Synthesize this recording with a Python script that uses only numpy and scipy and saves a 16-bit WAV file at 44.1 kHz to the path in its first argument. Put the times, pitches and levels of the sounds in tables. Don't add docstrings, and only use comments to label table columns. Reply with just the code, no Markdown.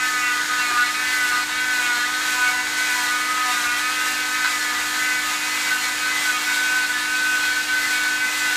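import sys
import numpy as np
from scipy import signal
from scipy.fft import rfft, irfft
from scipy.io import wavfile
from scipy.ndimage import uniform_filter1d

SR = 44100
rng = np.random.default_rng(int(sys.argv[2]) if len(sys.argv) > 2 else 0)


def put_to_file(sound):
    columns = np.atleast_2d(sound).T
    safe = np.clip(columns, -1, 1)
    whole_steps = np.round(safe * 32767)
    wavfile.write(sys.argv[1], SR, whole_steps.astype(np.int16))


N = 377496
TIME = np.arange(N) / SR


def undb(db):
    return 10 ** (np.asarray(db) / 20)


def unit(x):
    return x / np.sqrt(np.mean(x ** 2))


def curves(table):
    time_s, *columns = np.transpose(table)
    return [np.interp(TIME, time_s, column) for column in columns]


def walk(rate_hz):
    step = max(int(SR / rate_hz), 2)
    held = np.repeat(rng.standard_normal(N // step + 2), step)
    held = held[rng.integers(step):][:N]
    return unit(uniform_filter1d(uniform_filter1d(held, step), step))


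def turn(hz):
    return 2 * np.pi * (np.cumsum(hz) / SR + rng.random())


def press(slowest_s, push_s, release_s):
    u = (TIME - slowest_s) / np.where(TIME < slowest_s, push_s, release_s)
    return np.cos(np.pi / 2 * np.clip(u, -1, 1)) ** 2


def hold(start_s, length_s, edge_in_s=0.02, edge_out_s=0.019):
    attack = (TIME - start_s) / edge_in_s
    release = (start_s + length_s - TIME) / edge_out_s
    return np.clip(np.minimum(attack, release) + .5, 0, 1)


def bump(centre_s, length_s):
    return np.exp(-(2 * (TIME - centre_s) / length_s) ** 2)


def colour(x, points):
    hz, db = np.transpose(points)
    f = np.maximum(np.fft.rfftfreq(N, 1 / SR), 1)
    shape = undb(np.interp(np.log(f), np.log(hz), db))
    return unit(irfft(rfft(x) * shape, N))


def resonate(x, hz, width_hz):
    b, a = signal.iirpeak(hz, hz / width_hz, fs=SR)
    return signal.lfilter(b, a, signal.lfilter(b, a, x))


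def room(x, t60_s=.3, tail_db=3):
    t = TIME[:SR // 2]
    tail = rng.standard_normal(len(t)) * undb(-60 * t / t60_s) * (t > .004)
    tail = tail / np.linalg.norm(tail)
    return unit(x + undb(tail_db) * signal.fftconvolve(x, tail)[:N])


# multiple [of shaft speed], level_db [rms, before a slight waver]
VACUUM_LINES = [(1, -43.5), (2, -62), (3, -47), (6, -42), (9, -60), (12, -54)]
# time_s, upper_db, lower_db [both before a 0.5 dB trim and a waver]
WHISTLE_LEVELS = [(0, -37, -51), (0.598, -44, -42), (1, -52, -56), (1.5, -56, -55), (1.8, -53, -44),
                  (2.8, -52, -42), (3.3, -57, -55), (4, -53, -57), (4.35, -43, -59), (5.9, -41, -57),
                  (6.5, -47, -52), (7.5, -47, -52), (8.56, -50, -52)]
# upper_hz, lower_hz
WHISTLE_PITCHES = (6795, 6670)
# [per Hz, relative]
AIR_SPECTRUM = [(20, -36), (40, -23), (52, -14), (66, -1.5), (90, -12), (180, -6), (290, -10), (400, -5),
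                (560, -11.5), (1050, -6.5), (2000, -2.5), (5000, -2), (9000, -6), (15000, -26.5)]


def vacuum(shaft_hz=303.5, drift=0.000393, air_db=-33):
    speed = 1 + drift * walk(2)
    shaft = turn(shaft_hz * speed)
    hum = 0
    for multiple, db in VACUUM_LINES:
        waver_db = .5 * np.sqrt(multiple) * walk(3.95)
        hum = hum + undb(db + waver_db) * np.sin(multiple * shaft)
    whistles = 0
    for hz, db in zip(WHISTLE_PITCHES, curves(WHISTLE_LEVELS)):
        whistles = whistles + undb(db - 0.5 + 0.77 * walk(14)) * np.sin(turn(hz * speed))
    air = colour(rng.standard_normal(N), AIR_SPECTRUM) * undb(air_db + 0.13 * walk(5.5))
    return np.sqrt(2) * (hum + whistles) + air


# centre_s, length_s, grumble_db, buzz_db [added gain of the cast's buzz]
BITES = [(0.728, 0.073, -44, -45), (1.35, .12, -47, -47), (1.894, 0.21, -48, -50), (2.39, 0.08, -49, -42),
         (2.524, 0.21, -62, -40), (2.988, 0.14, -56, -41.5), (3.507, 0.1, -54, -38)]


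def grumble():
    swell = sum(undb(db) * bump(s, length) for s, length, db, _ in BITES)
    return swell * unit(resonate(rng.standard_normal(N), 358, 80))


# [per Hz, relative]
RASP_SPECTRUM = [(300, -23.5), (700, -7.5), (1200, -1.5), (2000, 2.5), (2900, -1.5), (4200, -3.5),
                 (5200, -3.5), (6500, -5), (7200, -2.5), (8000, -4), (9200, -11), (12000, -11.5),
                 (15200, -16.5)]
# time_s, level_db [before a fixed trim_db lift]
RASP_LEVELS = [(0, -33), (1.5, -34.5), (3.2, -32.2), (5, -31), (8.56, -32.5)]


def rasp(stroke, tearing_db, depth=0.34, grain_db=2, flicker_db=1.0, trim_db=2.5):
    level_db = curves(RASP_LEVELS)[0] + tearing_db + 0.26 * walk(15)
    grains = rng.standard_normal(N) * undb(grain_db * walk(2000) + flicker_db * walk(35))
    swung = grains * (1 + depth * np.cos(stroke))
    return room(colour(swung, RASP_SPECTRUM)) * undb(level_db + trim_db)


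# pitch_hz, width_hz [of each of two passes], level_db [relative]
SHELL = [(1048, 190, -3), (1380, 530, -5), (1526, 294, 3.5), (2036, 350, -0.5), (3950, 1600, -5)]


def chatter(stroke, load, scatter_db=5.5, load_db=0.3, chatter_db=-33.0):
    cycle = stroke / (2 * np.pi) % 1
    gate = np.exp(-cycle / 0.18)
    knocks = gate * rng.standard_normal(N) * undb(scatter_db * walk(250))
    shell = sum(undb(db) * resonate(knocks, hz, width) for hz, width, db in SHELL)
    return room(shell) * undb(chatter_db + load_db * load)


def overtone(phase, swell_db, rough):
    grip = undb(swell_db * np.tanh(2 * walk(18)))
    phase = phase + 2 * np.pi * rng.random()
    in_step = (1 + rough * walk(80)) * np.cos(phase)
    quarter_turn = rough * walk(80) * np.sin(phase)
    return unit(grip * (in_step + quarter_turn))


# multiple [of stroke rate], level_db [before slips]
MOTOR_LINES = [(1, -55), (2, -53)]
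# multiple [of stroke rate], level_db [relative to the shaking]
BUZZ_LINES = [(3, -1), (4, 3)]


def buzz(stroke, sag_hz, shake_db=-48, shake_db_per_hz=0.37):
    motor = sum(undb(db) * overtone(k * stroke, swell_db=2.2, rough=0.12) for k, db in MOTOR_LINES)
    cast = sum(undb(db) * overtone(k * stroke, swell_db=1.5, rough=0.41) for k, db in BUZZ_LINES)
    shake = undb(shake_db + shake_db_per_hz * sag_hz)
    shake = shake + sum(undb(db) * bump(s, length) for s, length, _, db in BITES)
    return motor + shake * cast


# time_s, fifth_db, sixth_db, middle_db [seventh and eighth], upper_db [common level of the overtones]
WHINE_LEVELS = [(0, -30.5, -33, -33, -29), (.8, -28.5, -31, -33.5, -27.5), (1.1, -35.5, -25.5, -31.5, -27),
                (2.2, -34, -27.5, -33.5, -28), (2.7, -38, -27, -33.5, -27.5),
                (3.2, -29.5, -28.5, -34, -28.5), (4, -30.5, -28.5, -33.5, -27.5),
                (4.75, -32.5, -35.5, -33.5, -29), (5.2, -36.5, -31, -33.5, -27.5),
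                (6.4, -36, -28.5, -37, -27), (7.3, -36.5, -24.5, -39.5, -26),
                (8.56, -39.5, -29.5, -33.5, -27.5)]
# multiple [of stroke rate], level_db [relative to their common level]
OVERTONES = [(9, -9), (10, -9.5), (11, -14), (12, -19), (13, -16), (14, -20), (15, -16.5), (16, -19),
             (17, -15), (18, -19), (20, -39)]
# start_s, length_s, multiple [of stroke rate], level_db [before slips]
SQUEALS = [(0.015, .06, 6, -22.5), (0.028, 0.075, 7, -25), (.1, 0.39, 6, -27), (0.225, .19, 8, -27),
           (.22, 0.11, 11, -32), (0.477, .18, 6, -26), (.59, 0.049, 11, -30), (0.694, 0.12, 5, -24),
           (0.784, 0.055, 6, -18.5), (.83, .07, 8, -28), (0.966, 0.1, 7, -29), (.95, 0.34, 9, -33.5),
           (1.053, .15, 8, -26.5), (1.2, 0.27, 6, -24.5), (1.32, 0.095, 5, -26), (1.67, .14, 6, -23),
           (1.856, .2, 6, -25), (1.992, 0.085, 8, -27), (2.25, .14, 6, -25), (2.38, .15, 5, -29.5),
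           (2.388, 0.11, 6, -19.5), (2.45, .08, 9, -26.5), (2.75, 0.11, 8, -27), (2.771, 0.094, 6, -24),
           (3.093, 0.11, 6, -26.5), (3.28, 0.25, 5, -24.5), (3.5, .08, 8, -28.5), (4.396, 0.091, 6, -24.5),
           (4.5, 0.083, 5, -27.5), (4.963, 0.24, 6, -25.5), (4.993, 0.19, 8, -27), (5.25, 0.11, 5, -30),
           (5.501, .23, 8, -29.5), (5.708, .06, 6, -20.5), (6.02, .09, 6, -23), (6.11, 0.15, 8, -26.5),
           (6.249, 0.066, 6, -20.5), (6.34, 0.049, 5, -27.5), (6.57, 0.35, 6, -21.7), (6.94, 0.1, 7, -28),
           (7.217, 0.4, 6, -22), (7.69, .11, 6, -21.5), (7.798, 0.084, 8, -26.5), (7.891, 0.28, 6, -23.5),
           (8.2, 0.064, 6, -21), (8.211, 0.31, 8, -29), (8.41, .2, 6, -24.5)]


def blade(stroke, load, rough=0.19, upper_rough=0.3, bite_db=1.5, swell_db=3.0,
          middle_swell_db=3.5, upper_swell_db=6.0, held_db=.5, steal_db=-3.5):
    bite = undb(bite_db * load)
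    holds = [hold(s, length) for s, length, _, _ in SQUEALS]
    stolen_db = steal_db * np.max(holds, axis=0)

    def sing(order, db, swell, tremble):
        gain = undb(db) * unit(undb(swell * np.tanh(2 * walk(20))))
        for held, (_, _, multiple, squeal_db) in zip(holds, SQUEALS):
            if round(multiple) == order:
                gain = gain + held * (undb(squeal_db) - gain)
        return gain * overtone(order * stroke, swell_db=held_db, rough=tremble * bite)

    fifth_db, sixth_db, middle_db, upper_db = curves(WHINE_LEVELS)
    fifth = sing(5, fifth_db, swell_db, rough)
    sixth = sing(6, sixth_db + stolen_db, swell_db, rough)
    middle = sum(sing(k, middle_db, middle_swell_db, upper_rough) for k in (7, 8))
    upper = sum(sing(round(k), upper_db + db, upper_swell_db, upper_rough) for k, db in OVERTONES)
    return fifth + sixth + middle + upper


# start_s, length_s, change_db
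SLIPS = [(0.429, 0.053, -6), (0.913, 0.032, -6), (1.444, 0.042, -8.5), (1.52, .05, -1.5), (2.62, 0.12, -2),
         (5.371, 0.042, -3), (5.931, 0.06, -2.5), (6.863, 0.028, -8), (7.062, 0.051, -3),
         (7.62, 0.062, -3.5)]


def slips():
    return sum(db * hold(s, length) for s, length, db in SLIPS)


# slowest_s, push_s, release_s, slowing_hz, lead_s [tearing peaks earlier by this], tearing_db [extra rasp]
PRESSES = [(0.281, 0.27, 0.54, 5.8, .12, 2), (0.751, 0.23, .34, 8.7, 0.044, 3),
           (1.319, .21, 0.41, 6.4, 0.11, 5), (1.951, .32, 0.28, 8.9, .14, 4),
           (2.51, .35, 0.37, 4.36, 0.17, 5), (3.04, 0.28, 0.41, 6.6, 0.083, 4),
           (3.69, 0.36, 0.25, 9.2, .11, 3), (4.1, 0.19, 0.16, 0.41, 0.061, 3.5),
           (4.76, 0.46, .29, 6.2, .25, 2.5), (5.341, .32, 0.22, 3.46, .27, 1.5),
           (5.88, .3, .24, 2.8, 0.2, 3.5), (6.41, 0.25, 0.41, 4.3, 0.17, 2.6),
           (6.98, .27, .19, 4.6, 0.27, 1.2), (7.42, .3, 0.2617, 1.87, 0.13, 2),
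           (8.01, .16, .25, 3.28, 0.061, 3), (8.66, .35, .3, 4.56, 0.17, 4)]


def presses(tear_s=0.28):
    sag_hz = sum(hz * press(s, push, release) for s, push, release, hz, _, _ in PRESSES)
    tearing_db = sum(db * press(s - lead, tear_s, tear_s) for s, _, _, _, lead, db in PRESSES)
    return sag_hz, tearing_db


def scene(free_hz=252.75, slip_chatter=0.23):
    sag_hz, tearing_db = presses()
    load = (sag_hz - sag_hz.mean()) / sag_hz.std()
    stroke = turn((free_hz - sag_hz) * (1 + .0007 * walk(30)))
    slip_db = slips()
    background = vacuum() + grumble()
    scraping = rasp(stroke, tearing_db) + undb(slip_chatter * slip_db) * chatter(stroke, load)
    whine = undb(slip_db) * (buzz(stroke, sag_hz) + blade(stroke, load))
    return np.tile(background + scraping + whine, (2, 1))


def record(dry, ceiling=0.4, top_hz=15250):
    rounded = dry / (1 + (dry / ceiling) ** 4) ** (1 / 4)
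    lowpass = signal.ellip(12, .1, 90, top_hz, fs=SR, output="sos")
    return signal.sosfilt(lowpass, rounded)


dry = scene()
out = record(dry)
put_to_file(out)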